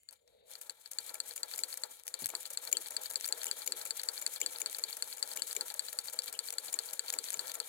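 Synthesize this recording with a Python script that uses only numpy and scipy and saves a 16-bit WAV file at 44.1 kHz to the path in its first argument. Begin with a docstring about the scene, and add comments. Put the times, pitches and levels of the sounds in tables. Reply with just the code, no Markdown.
"""At a sewing table, two microphone ports close to an old cast-iron machine, hand-cranked through
coarse cloth. The wheel starts haltingly, then settles to about five stitches a second. The shuttle
knocks at both ends of its swing, the needle bar clacks, thread and loose parts tick, and bed and
table thud. The sliding parts hiss, scrape and rumble in a pattern that repeats with each turn of
the shaft. The left port is nearer the needle; a quiet room lies behind."""
import sys
import numpy as np
from scipy import signal
from scipy.fft import rfft, irfft
from scipy.io import wavfile

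SR = 44100
rng = np.random.default_rng(int(sys.argv[2]) if len(sys.argv) > 2 else 0)


def materialize(psi):
    """Save the field psi as 16-bit PCM at rate SR to the path in sys.argv[1].

    A 1-D psi becomes a single channel; in a 2-D psi each row is a channel.
    """
    bounded = np.clip(np.atleast_2d(psi).T, -1, 1)
    quanta = np.round(bounded * 32767).astype(np.int16)
    wavfile.write(sys.argv[1], SR, quanta)


N = 338688

# shuttle knocks at the front and at the back of its swing: t/s, level/dB
FRONT_KNOCKS = [(0.088, -37), (0.696, -26.5), (0.9856, -22.5), (1.202, -22), (1.4316, -22.5),
                (1.6354, -20.5), (1.8357, -22), (2.1404, -24), (2.3513, -23), (2.573, -23.5), (2.7693, -20),
                (2.966, -21.5), (3.157, -21), (3.3243, -20), (3.5124, -21), (3.7214, -21.5), (3.907, -21),
                (4.087, -21.5), (4.264, -18), (4.4616, -21), (4.66, -22.5), (4.8378, -21), (5.0233, -20.5),
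                (5.2268, -20), (5.4202, -22), (5.6095, -22), (5.7938, -21.5), (5.9877, -21),
                (6.1895, -20.5), (6.3905, -23), (6.583, -22), (6.789, -21.5), (6.9933, -22), (7.187, -22),
                (7.3926, -23), (7.601, -22)]
BACK_KNOCKS = [(0.553, -29.5), (0.859, -30), (1.093, -28.5), (1.3092, -28), (1.537, -25.5), (1.7272, -25.5),
               (1.991, -48), (2.2427, -24), (2.4541, -25), (2.674, -26), (2.8596, -27), (3.058, -25),
               (3.2438, -20.5), (3.416, -25), (3.619, -28), (3.813, -26), (3.9954, -24.5), (4.1772, -24.5),
               (4.3603, -24.5), (4.5592, -26.5), (4.747, -23), (4.928, -24.5), (5.1265, -27.5),
               (5.315, -26.5), (5.5106, -24.5), (5.7017, -23), (5.8844, -25.5), (6.0833, -26),
               (6.28, -24.5), (6.4853, -26), (6.6825, -29.5), (6.888, -27), (7.082, -22.5), (7.2855, -24),
               (7.496, -26.5)]
# needle bar takes up its slack: t/s, level/dB
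BAR_CLACKS = [(1.154, -39.5), (1.3781, -36.5), (1.5904, -31), (2.081, -43), (2.302, -35.5), (2.5147, -47),
              (2.7277, -23.5), (2.9207, -44), (3.111, -48), (3.288, -32.5), (3.4676, -31.5), (3.6756, -24),
              (3.862, -39), (4.224, -37.5), (4.415, -25), (4.6167, -30), (4.795, -36), (5.1817, -40),
              (5.3727, -30.5), (5.565, -26), (6.142, -40.5), (6.339, -41.5), (6.538, -41), (6.741, -31),
              (7.1382, -27.5), (7.342, -32.5), (7.5536, -35)]
# modes of shuttle and needle bar: f/Hz, left/dB, right/dB, t60/s (before contact damping)
SHUTTLE_MODES = [(1330, -30, -29, .012), (1690, -18, -28, .012), (2150, -21, -30, .008),
                 (2650, -24, -30, .008), (3600, -19, -20, .01), (3900, -16, -20, .008),
                 (4200, -5, -17, .011), (4525, -1, -19, .015), (6700, -20, -10, .006),
                 (7180, -7, -18, .012), (7720, 5, -15, .0045), (8300, -9, -11, .007),
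                 (9100, -15, -12, .006), (10400, -11, -16, .008), (11100, -18, -20, .008),
                 (13420, -30, -36, .012), (15150, -15, -32, .006)]
BAR_MODES = [(2305, 0, -8, .015), (2910, -10, -24, .014), (4470, -16, -26, .014), (5530, -20, -18, .008),
             (7070, 12, -3, .014), (8000, 6, -14, .005), (9300, -4, -12, .005), (10250, 1, -6, .008),
             (11300, -6, -16, .006), (12500, -6, -20, .006), (13950, -4, -16, .02), (15000, -8, -19, .008)]
# thread take-up snaps tight: t/s, level/dB
THREAD_SNAPS = [(0.6135, -30.5), (0.9163, -29), (1.143, -25.5), (1.3662, -37), (1.581, -38),
                (1.7739, -24.5), (2.068, -26), (2.29, -37), (2.5032, -28), (2.716, -28), (2.9076, -27),
                (3.101, -30), (3.275, -25.5), (3.4562, -22), (3.6642, -25), (3.8533, -25), (4.034, -23),
                (4.217, -25.5), (4.4027, -29), (4.608, -29), (4.785, -23.5), (4.969, -26.5), (5.1708, -37),
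                (5.363, -26), (5.551, -29), (5.741, -24), (5.929, -24), (6.135, -26.5), (6.3273, -28),
                (6.526, -24), (6.728, -31), (6.9351, -29.5), (7.1258, -27), (7.325, -27), (7.5408, -35)]
# needle pierces the cloth: t/s, level/dB
NEEDLE_PIERCES = [(1.0648, -36), (1.283, -47), (1.514, -24.5), (1.7035, -30), (2.2215, -29), (2.4308, -30),
                  (2.6516, -27), (2.8335, -36), (3.0353, -25), (3.2256, -30), (3.3932, -34), (3.5917, -46),
                  (3.7935, -29), (3.9764, -28.5), (4.158, -29), (4.335, -40), (4.5341, -29), (4.729, -24),
                  (4.9074, -26.5), (5.1003, -31), (5.2914, -30), (5.4894, -36), (5.6824, -24), (5.865, -28),
                  (6.0576, -30), (6.2598, -28), (6.4644, -27), (6.6577, -37), (6.8613, -42), (7.062, -32),
                  (7.2634, -35), (7.4718, -27)]
# louder ticks of loose parts: t/s, level/dB, f/Hz
LOOSE_TICKS = [(.1098, -38, 10500), (.0335, -52, 11000), (.1273, -41, 11300), (.1315, -38.5, 9000),
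               (.1355, -42, 11500), (.1395, -47, 9500), (.2771, -47, 5040), (.281, -53, 4000),
               (4.3735, -46, 9000), (6.107, -40, 10500), (.628, -43, 9000), (.634, -39, 11000),
               (1.104, -35, 8500), (1.322, -48, 8000), (1.337, -35, 7800), (1.4829, -33, 8950),
               (1.576, -30, 9600), (1.587, -39, 9000), (2.1908, -33, 9400), (2.2476, -24.5, 10300),
               (2.8158, -32, 9500), (3.0164, -32, 10000), (3.2005, -33, 9500), (3.7752, -41, 10000),
               (4.714, -38, 10000), (5.2762, -30.5, 9900), (5.4748, -48, 10000), (5.6524, -44, 10000),
               (6.0984, -27, 10100), (6.4451, -45, 10000), (7.0457, -48, 9000), (7.09, -40, 8900),
               (7.164, -40, 13000), (.5145, -32.5, 11400), (.536, -33, 8200), (.934, -29.5, 7500),
               (1.5604, -26.5, 10900), (1.7412, -25.5, 10500), (2.0357, -36, 8950), (2.0795, -22, 9300),
               (2.087, -29, 8100), (2.2588, -13, 11200), (2.2663, -22, 10900), (2.2691, -26, 10800),
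               (2.8848, -25, 10200), (3.136, -25.5, 10800), (3.143, -29, 11000), (3.111, -24.5, 9900),
               (3.2785, -23, 10900), (3.431, -28, 10000), (3.452, -39, 10500), (3.21, -25, 6860),
               (3.2553, -24, 7600), (3.262, -21, 10700), (3.259, -28, 8900), (7.309, -40, 9000),
               (3.4334, -20, 10200), (3.4432, -22, 10400), (4.0167, -29, 8000), (4.5856, -26, 9800),
               (4.6981, -29, 7260), (5.335, -25, 9300), (5.3956, -26, 9600), (5.5292, -22.5, 8200),
               (6.042, -37, 11600), (6.2204, -25, 5470), (6.505, -19.5, 8700), (6.836, -32, 8300),
               (6.9096, -30, 8700), (7.1028, -15.5, 7600), (7.2413, -26, 6500), (7.3045, -19, 9300),
               (7.3299, -24, 10600), (7.372, -32, 8500), (7.48, -28, 7700), (7.5176, -23, 7600)]
# bumps against the table: t/s, level/dB, f/Hz
TABLE_BUMPS = [(2.219, -49.5, 202), (2.245, -61, 110), (2.336, -45, 770), (7.37, -68, 140)]
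# feed teeth drag the cloth: t/s, level/dB, f/Hz
FEED_SCRAPES = [(2.7444, -20, 3140), (3.477, -20, 3160), (4.423, -18, 3140), (5.3844, -20, 3100),
                (6.3444, -23, 2970)]

# effort on the crank, heard as the level of the sliding parts: t/s, level/dB
CRANK_EFFORT = [(0, -110), (.08, -90.5), (.125, -70), (.16, -80), (.26, -94), (.29, -81), (.43, -99.5),
                (.5, -64), (.68, -63.5), (.8, -72), (.9, -66), (.97, -59.5), (1.38, -60), (1.55, -57.5),
                (1.9, -59), (2.03, -71.5), (2.14, -59), (2.49, -57.5), (2.7, -57.5), (3.27, -56),
                (3.79, -56), (4.1, -55.5), (5.0, -56.5), (5.55, -55.5), (6.11, -58.5), (6.6, -56.5),
                (6.9, -57), (7.4, -54.5), (7.68, -56.5)]
# friction over one turn of the shaft, from the front knock: phase/turn, hiss/dB, scrape/dB, rumble/dB
TURN_PATTERN = [(0, -3, -0.5, 7), (.07, 9.5, 2.5, 5.5), (.1, 3.5, 0.5, 3.5), (.2, 6, 1.5, 0),
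                (.25, 13, 3, 6), (.36, 12.5, 2.5, 0.5), (.5, 11, 8.5, 6.5), (.6, 7.5, -3, 2.5),
                (.66, -1.5, -4, -3), (.7, 21.5, -23, 9), (.76, 3.5, 5.5, 8), (.82, 10.5, -5, -1),
                (0.901, 5.5, 0, 6.5), (.96, 4.5, -13, 0.5)]
# Each _TONE is a spectrum: f/Hz, level/dB. Each _PEAKS lists resonances: f/Hz, width/Hz, lift/dB.
# needle bar and thread sliding
HISS_TONE = [(200, -31), (600, -16), (3500, -10.5), (5500, -7.5), (7570, 2), (9500, -1.5), (11000, -3),
             (13500, -2), (16000, -10.5)]
HISS_PEAKS = [(7070, 50, 10), (9050, 150, 3), (11200, 1800, 4), (10400, 120, 6), (14000, 90, 4)]
# shuttle and feed teeth scraping
SCRAPE_TONE = [(200, -54), (600, -33), (1200, -22), (1800, -5), (2800, -8.5), (4300, 7.5), (5200, -17),
               (7000, -41)]
SCRAPE_PEAKS = [(2317, 128, 18), (2900, 32, 4), (3174, 280, 7.7), (3540, 900, 4.9), (4205, 43, 1.3),
                (4720, 110, 7.3)]
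# cast-iron bed and table
RUMBLE_TONE = [(50, -62), (120, -55), (230, -27.5), (360, -15.5), (500, -1.5), (1000, -9), (1800, -5.5),
               (2600, -20)]
RUMBLE_PEAKS = [(362, 16, 3), (471.2, 21, 8.7), (514.1, 14.5, 7.2), (637, 30, 8), (849.3, 77, 9.2),
                (950, 51, 7.3), (1351, 50, 9.2), (1657, 33, 4.8)]
# low rub while the wheel barely moves: t/s, level/dB
RUB_LEVEL = [(0, -81), (.1, -100), (.2, -78), (.35, -71), (.5, -71), (.62, -76), (.75, -110)]
RUB_TONE = [(250, -51), (400, -13), (480, 0.5), (620, -7), (800, -19), (1500, -49)]
# needle bar humming at first: t/s, level/dB
HUM_LEVEL = [(0, -68.5), (.08, -70.5), (.27, -84), (.35, -110)]
HUM_TONE = [(500, -22), (1500, -15), (2500, -6), (5500, -18), (7500, 2), (12000, -16), (16000, -11)]
HUM_PEAKS = [(2110, 40, 19), (3060, 70, 18), (4510, 60, 18), (7080, 120, 20), (11000, 500, 8),
             (14000, 70, 18)]
# shuttle creeping before the wheel gets going: t/s, level/dB
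CREEP_LEVEL = [(.24, -100), (.28, -73), (.33, -77), (.4, -72.5), (.48, -74), (.56, -95)]
CREEP_TONE = [(1200, -8.5), (2200, 2), (3000, -3), (3800, 11), (4500, 7), (5200, -28), (9000, -55),
              (16000, -28)]
# lean of the sliding parts toward the left port, applied in part: f/Hz, level/dB
LEFT_LEAN = [(200, -23), (400, -2.5), (700, 9), (1300, 7), (2400, 10), (4400, 9.5), (7500, 7.5), (9000, 12),
             (11000, 4.5), (12500, 16), (15000, 5)]
# the quiet room
ROOM_TONE = [(18, -42), (38, -20), (60, 0), (100, -10), (200, -18), (450, -19), (700, -30), (5700, -36),
             (7100, -29), (8500, -36), (16000, -40)]

# right port's delay in samples: it is farther from the needle; frame and bed reach both almost at once
NEEDLE_LAG, FRAME_LAG, BED_LAG = 20, 4, 3
FULL_EFFORT_DB = -53


def shuttle():
    """The shuttle strikes both ends of its swing: hard and bright in front, duller at the back."""
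    front = blows(FRONT_KNOCKS, SHUTTLE_MODES, rise_s=.00013, spread_db=2, tilt_db=-1.5, late_db=-8.5,
                  crack_db=-6, crack_s=.0004, crack_right_db=-1, tail_db=-46, tail_s=.01)
    back = blows(BACK_KNOCKS, SHUTTLE_MODES, rise_s=.00025, spread_db=2, tilt_db=-12, late_db=-30,
                 crack_db=-16, crack_s=.0007, crack_right_db=-13, tail_db=-23, tail_s=.013)
    return front + back


def needle_bar():
    """The bar takes up its slack, first touching 0.4 ms ahead of each clack, and rattles on."""
    touches = [(s - .0004, db) for s, db in BAR_CLACKS]
    return blows(touches, BAR_MODES, rise_s=.0004, spread_db=2.5, tilt_db=0, late_db=-24,
                 crack_db=3, crack_s=.0012, crack_right_db=-8, tail_db=-23.5, tail_s=.06)


def thread_take_up(hz=10600, rebound_s=.0022):
    """Tick rows: the thread snaps tight after a faint lead tick, and the spring rattles three times."""
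    rows = []
    for s, db in THREAD_SNAPS:
        luck = rng.standard_normal(9)
        for k in (1, 2, 3):
            delay_s = rebound_s * (k + .25 * luck[2 + k])
            rows.append((s + delay_s, db - 7 - 2 * k + 3 * luck[5 + k], hz))
        rows.append((s, db, hz * (1 + .016 * luck[0])))   # the snap itself
        rows.append((s - .0029, db - 25 + 3 * luck[1], hz))
    return rows


def shuttle_bounces(bounce_s=.0075, hz=7300):
    """Tick rows: the shuttle bounces once after each front knock."""
    rows = []
    for s, db in FRONT_KNOCKS:
        when, size = rng.standard_normal(2)
        rows.append((s + bounce_s * (1 + .3 * when), db - 13 + 2.5 * size, hz))
    return rows


def faint_ticks(hz=8600):
    """Tick rows: once a turn a loose part ticks faintly, mostly just after the back knock."""
    rows = []
    for (start, _), (end, _) in zip(FRONT_KNOCKS[1:], FRONT_KNOCKS[2:]):
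        when, size, pitch = rng.standard_normal(3)
        phase = (.57 + .05 * when) % 1
        s = start + phase * (end - start)
        rows.append((s, -35 + .19 * effort_db(s) + 3 * size, hz * (1 + .12 * pitch)))
    return rows


def small_parts(decay_s=.0007, width=1.35):
    """Each small contact (t/s, level/dB, f/Hz) is a bright snap with a weaker broad click below."""
    pierces = [(s, db, 12700) for s, db in NEEDLE_PIERCES]
    rows = list(LOOSE_TICKS) + pierces + thread_take_up() + shuttle_bounces() + faint_ticks()
    out, t = np.zeros((2, N)), np.arange(700) / SR
    for s, db, hz in rows:
        burst = np.sqrt(2) * rng.standard_normal(len(t)) * np.exp(-t / decay_s)
        burst[:4] += amp(10) * np.hanning(4)   # the hard first contact
        snap = butter(burst, 1, [hz / width, min(hz * width, 19000)], "band")
        click = amp(-16.5) * butter(burst, 1, [1200, 6000], "band")
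        add(out, s, amp(db) * (snap + click) * ports(right_db=-7.5), NEEDLE_LAG)
    out[1] = butter(out[1], 2, 12500, "low")   # the right port is turned away from these parts
    return out


def bed_thuds():
    """Clacks, snaps and front knocks pass dull blows into the bed; the table booms after a clack."""
    rows = [(s, db - 23, 460) for s, db in BAR_CLACKS]
    for hits, delay_s, db, hz in ((THREAD_SNAPS, .00343, -54.5, 556), (FRONT_KNOCKS, .0066, -52, 472)):
        rows += [(s + delay_s, db + .95 * effort_db(s), hz) for s, _ in hits]
    thuds = bursts(rows, rise_s=.0015, decay_s=.02, width=1.11, right_db=-6.5, lag=BED_LAG)
    boom_rows = [(s, db - 38, 375) for s, db in BAR_CLACKS]
    booms = bursts(boom_rows, rise_s=.0035, decay_s=.12, width=1.4, right_db=5, lag=BED_LAG)
    return butter(thuds + booms, 3, 260, "high")   # the table top is too small for deep bass


def table_bumps():
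    """A few bumps against the table, low and quickly damped."""
    return bursts(TABLE_BUMPS, rise_s=.0005, decay_s=.016, width=2, right_db=0, lag=BED_LAG)


def feed_teeth():
    """The feed teeth drag the cloth in short, narrow-band scrapes."""
    return bursts(FEED_SCRAPES, rise_s=.048, decay_s=.0073, width=1.08, right_db=-12, lag=NEEDLE_LAG)


def sliding_parts():
    """Bar and thread hiss, shuttle and teeth scrape, the bed rumbles, following shaft and effort."""
    turn, effort = shaft_phase(), effort_db(np.arange(N) / SR)
    phases, *patterns = np.transpose(TURN_PATTERN)
    hiss_db, scrape_db, rumble_db = (np.interp(turn, phases, db, period=1) for db in patterns)
    hiss = friction(hiss_db + effort - 53.5, HISS_TONE, HISS_PEAKS,
                    grains_per_s=220, grain_db=13, shared=.15, flutter_db=3, flutter_hz=38)
    scrape = friction(scrape_db + .91 * effort - 55.5, SCRAPE_TONE, SCRAPE_PEAKS,
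                      grains_per_s=88, grain_db=14, shared=.01, flutter_db=3, flutter_hz=60)
    rumble = friction(rumble_db + .99 * effort - 56.5, RUMBLE_TONE, RUMBLE_PEAKS,
                      grains_per_s=80, grain_db=9, shared=.36, flutter_db=2.5, flutter_hz=13.7,
                      lag=BED_LAG)
    return hiss + scrape + rumble


def slow_start():
    """While the wheel barely moves there is a soft low rub, the bar hums and the shuttle creeps."""
    t = np.arange(N) / SR
    rub = friction(at_time(RUB_LEVEL, t), RUB_TONE, (),
                   grains_per_s=78, grain_db=-3, shared=1, flutter_db=2.5, flutter_hz=12, lag=BED_LAG)
    hum = friction(at_time(HUM_LEVEL, t), HUM_TONE, HUM_PEAKS,
                   grains_per_s=30, grain_db=-5, shared=.4, flutter_db=1.5, flutter_hz=15)
    creep = friction(at_time(CREEP_LEVEL, t), CREEP_TONE, (),
                     grains_per_s=90, grain_db=5, shared=.25, flutter_db=2, flutter_hz=30)
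    return rub + hum + creep


def room_tone():
    """The quiet room: steady low noise, separate at each port."""
    noise = np.array([colour(rng.standard_normal(N), ROOM_TONE) for side in "LR"])
    return amp(-87) * unit_rms(noise)


def blows(hits, modes, rise_s, spread_db, tilt_db, late_db,
          crack_db, crack_s, crack_right_db, tail_db, tail_s):
    """A blow rings all modes, with a crack and a dying rattle; its hardness tilts the treble."""
    out, t = np.zeros((2, N)), np.arange(3000) / SR
    hz, left_db, right_db, t60 = np.transpose(modes)
    treble_octaves = np.log2(hz / 4400).clip(0)
    gains = amp(np.array([left_db, right_db]) + tilt_db * treble_octaves)
    gains *= (-1) ** np.arange(len(hz))   # neighbouring modes start in opposite directions
    t60 = np.minimum(t60, .017)[:, None]   # the part is damped while it presses on its stop
    envelope = amp(-60 * t / t60) + amp(late_db - 20 * t / t60)   # a faint ring lasts three times longer
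    envelope *= (1 - np.exp(-t / rise_s)) ** 2   # the contact builds up smoothly
    crack = amp(crack_db) * ports(crack_right_db) * np.exp(-t / crack_s)
    tail = amp(tail_db) * ports(right_db=-7) * np.exp(-t / tail_s)
    for s, db in hits:
        detune = 1 + .003 * rng.standard_normal((len(hz), 1))
        rings = envelope * np.sin(2 * np.pi * hz[:, None] * detune * t)
        ringing = (gains * amp(spread_db * rng.standard_normal(len(hz)))) @ rings
        rattle = butter(rng.standard_normal((2, len(t))) * (crack + tail), 2, [3000, 14500], "band")
        add(out, s, amp(db) * (ringing + rattle), FRAME_LAG)
    return out


def bursts(rows, rise_s, decay_s, width, right_db, lag):
    """One noise burst a row (t/s, level/dB, f/Hz), in a band from f / width to f * width."""
    out, t = np.zeros((2, N)), np.arange(4000) / SR
    envelope = (1 - np.exp(-t / rise_s)) * np.exp(-t / decay_s)
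    for s, db, hz in rows:
        noise = unit_rms(butter(rng.standard_normal(len(t)), 2, [hz / width, hz * width], "band"))
        add(out, s, amp(db) * noise * envelope * ports(right_db), lag)
    return out


def friction(level_db, tone, peaks, grains_per_s, grain_db, shared, flutter_db, flutter_hz,
             lag=NEEDLE_LAG):
    """Rubbing surfaces send noise and tiny catches through the body; the ports share part of it."""
    catches = amp(grain_db + 3.5 * np.minimum(rng.exponential(1, N), 3)) * rng.choice([-1, 1], N)
    near = rng.standard_normal(N) + catches * (rng.random(N) < grains_per_s / SR)
    gain = amp(level_db + flutter_db * drift(flutter_hz))
    far = np.sqrt(shared) * near + np.sqrt(1 - shared) * rng.standard_normal(N) * near.std()
    left = colour(gain * near, tone, peaks, lean=.04)
    right = colour(np.pad(gain * far, (lag, 0))[:N], tone, peaks, lean=-.7)
    return np.array([left, right]) / np.std(colour(near, tone, peaks))


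def far_port(x, scatter_db, scatter_s):
    """The right port also hears knocks by way of cloth and table: a short smear of reflections."""
    t = np.arange(600) / SR
    path = amp(scatter_db) * rng.standard_normal(len(t)) * np.exp(-t / scatter_s)
    path[0] = 1
    return np.array([x[0], signal.fftconvolve(x[1], path / np.linalg.norm(path))[:N]])


def shaft_phase():
    """Share of the current turn: 0 at the front knock, a little under half at the back knock."""
    front, back = np.array(FRONT_KNOCKS)[:, 0], np.array(BACK_KNOCKS)[:, 0]
    times = np.concatenate([front, back, [front[-1] + .22]])
    turns = np.concatenate([np.arange(len(front)), np.arange(len(back)) + .465, [len(front)]])
    order = np.argsort(turns)
    return np.interp(np.arange(N) / SR, times[order], turns[order]) % 1


def effort_db(s):
    """Effort on the crank at time s, relative to full effort."""
    return at_time(CRANK_EFFORT, s) - FULL_EFFORT_DB


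def colour(x, tone, peaks=(), lean=0):
    """Minimum-phase filter from a spectrum, its resonances and a share of the leftward lean."""
    hz = np.fft.rfftfreq(8192, 1 / SR) + 1
    level_db = at_hz(tone, hz) + lean * at_hz(LEFT_LEAN, hz)
    level_db += sum(lift_db / (1 + (2 * (hz - f) / width) ** 2) for f, width, lift_db in peaks)
    cepstrum = irfft(np.log(amp(level_db)))
    cepstrum[1:4096] *= 2   # folding onto positive time makes the filter causal
    cepstrum[4097:] = 0
    impulse = irfft(np.exp(rfft(cepstrum)))
    return signal.fftconvolve(x, impulse)[:N]


def drift(hz):
    """Random wander of rms 1, mostly slower than hz."""
    pole = np.exp(-2 * np.pi * hz / SR)
    wander = signal.lfilter([1], [1, -2 * pole, pole * pole], rng.standard_normal(N + SR))
    return unit_rms(wander[SR:])


def add(out, s, sound, lag):
    """Mix a stereo sound in at time s; it reaches the right port lag samples later."""
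    for side, start in enumerate((round(s * SR), round(s * SR) + lag)):
        piece = sound[side][:N - start]
        out[side, start:start + len(piece)] += piece


def ports(right_db):
    """Left and right gains, the left at unity."""
    return amp([[0], [right_db]])


def butter(x, order, hz, kind):
    """Butterworth filter."""
    return signal.sosfilt(signal.butter(order, hz, kind, fs=SR, output="sos"), x)


def at_time(curve, s):
    """Read a level curve at time s."""
    return np.interp(s, *np.transpose(curve))


def at_hz(tone, hz):
    """Read a spectrum on a log-frequency axis."""
    points_hz, level_db = np.transpose(tone)
    return np.interp(np.log(hz), np.log(points_hz), level_db)


def amp(db):
    """dB to gain."""
    return 10 ** (np.asarray(db) / 20)


def unit_rms(x):
    """Scale to rms 1."""
    return x / np.sqrt(np.mean(x ** 2))


def scene():
    """The machine close up at both ports, the room behind it."""
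    knocks = far_port(shuttle() + needle_bar() + small_parts(), scatter_db=-15, scatter_s=.0005)
    knocks = butter(knocks, 4, 380, "high")   # small hard parts radiate no bass
    machine = knocks + bed_thuds() + table_bumps() + feed_teeth() + sliding_parts() + slow_start()
    return machine + room_tone()


def record(dry):
    """The deepest bass and the highest treble are rolled off; nothing sounds above 16.9 kHz."""
    low_cut = butter(dry, 2, 45, "high")
    rolled = butter(low_cut, 6, 15900, "low")
    return signal.sosfilt(signal.cheby2(12, 60, 16900, fs=SR, output="sos"), rolled)


dry = scene()
out = record(dry)
materialize(out)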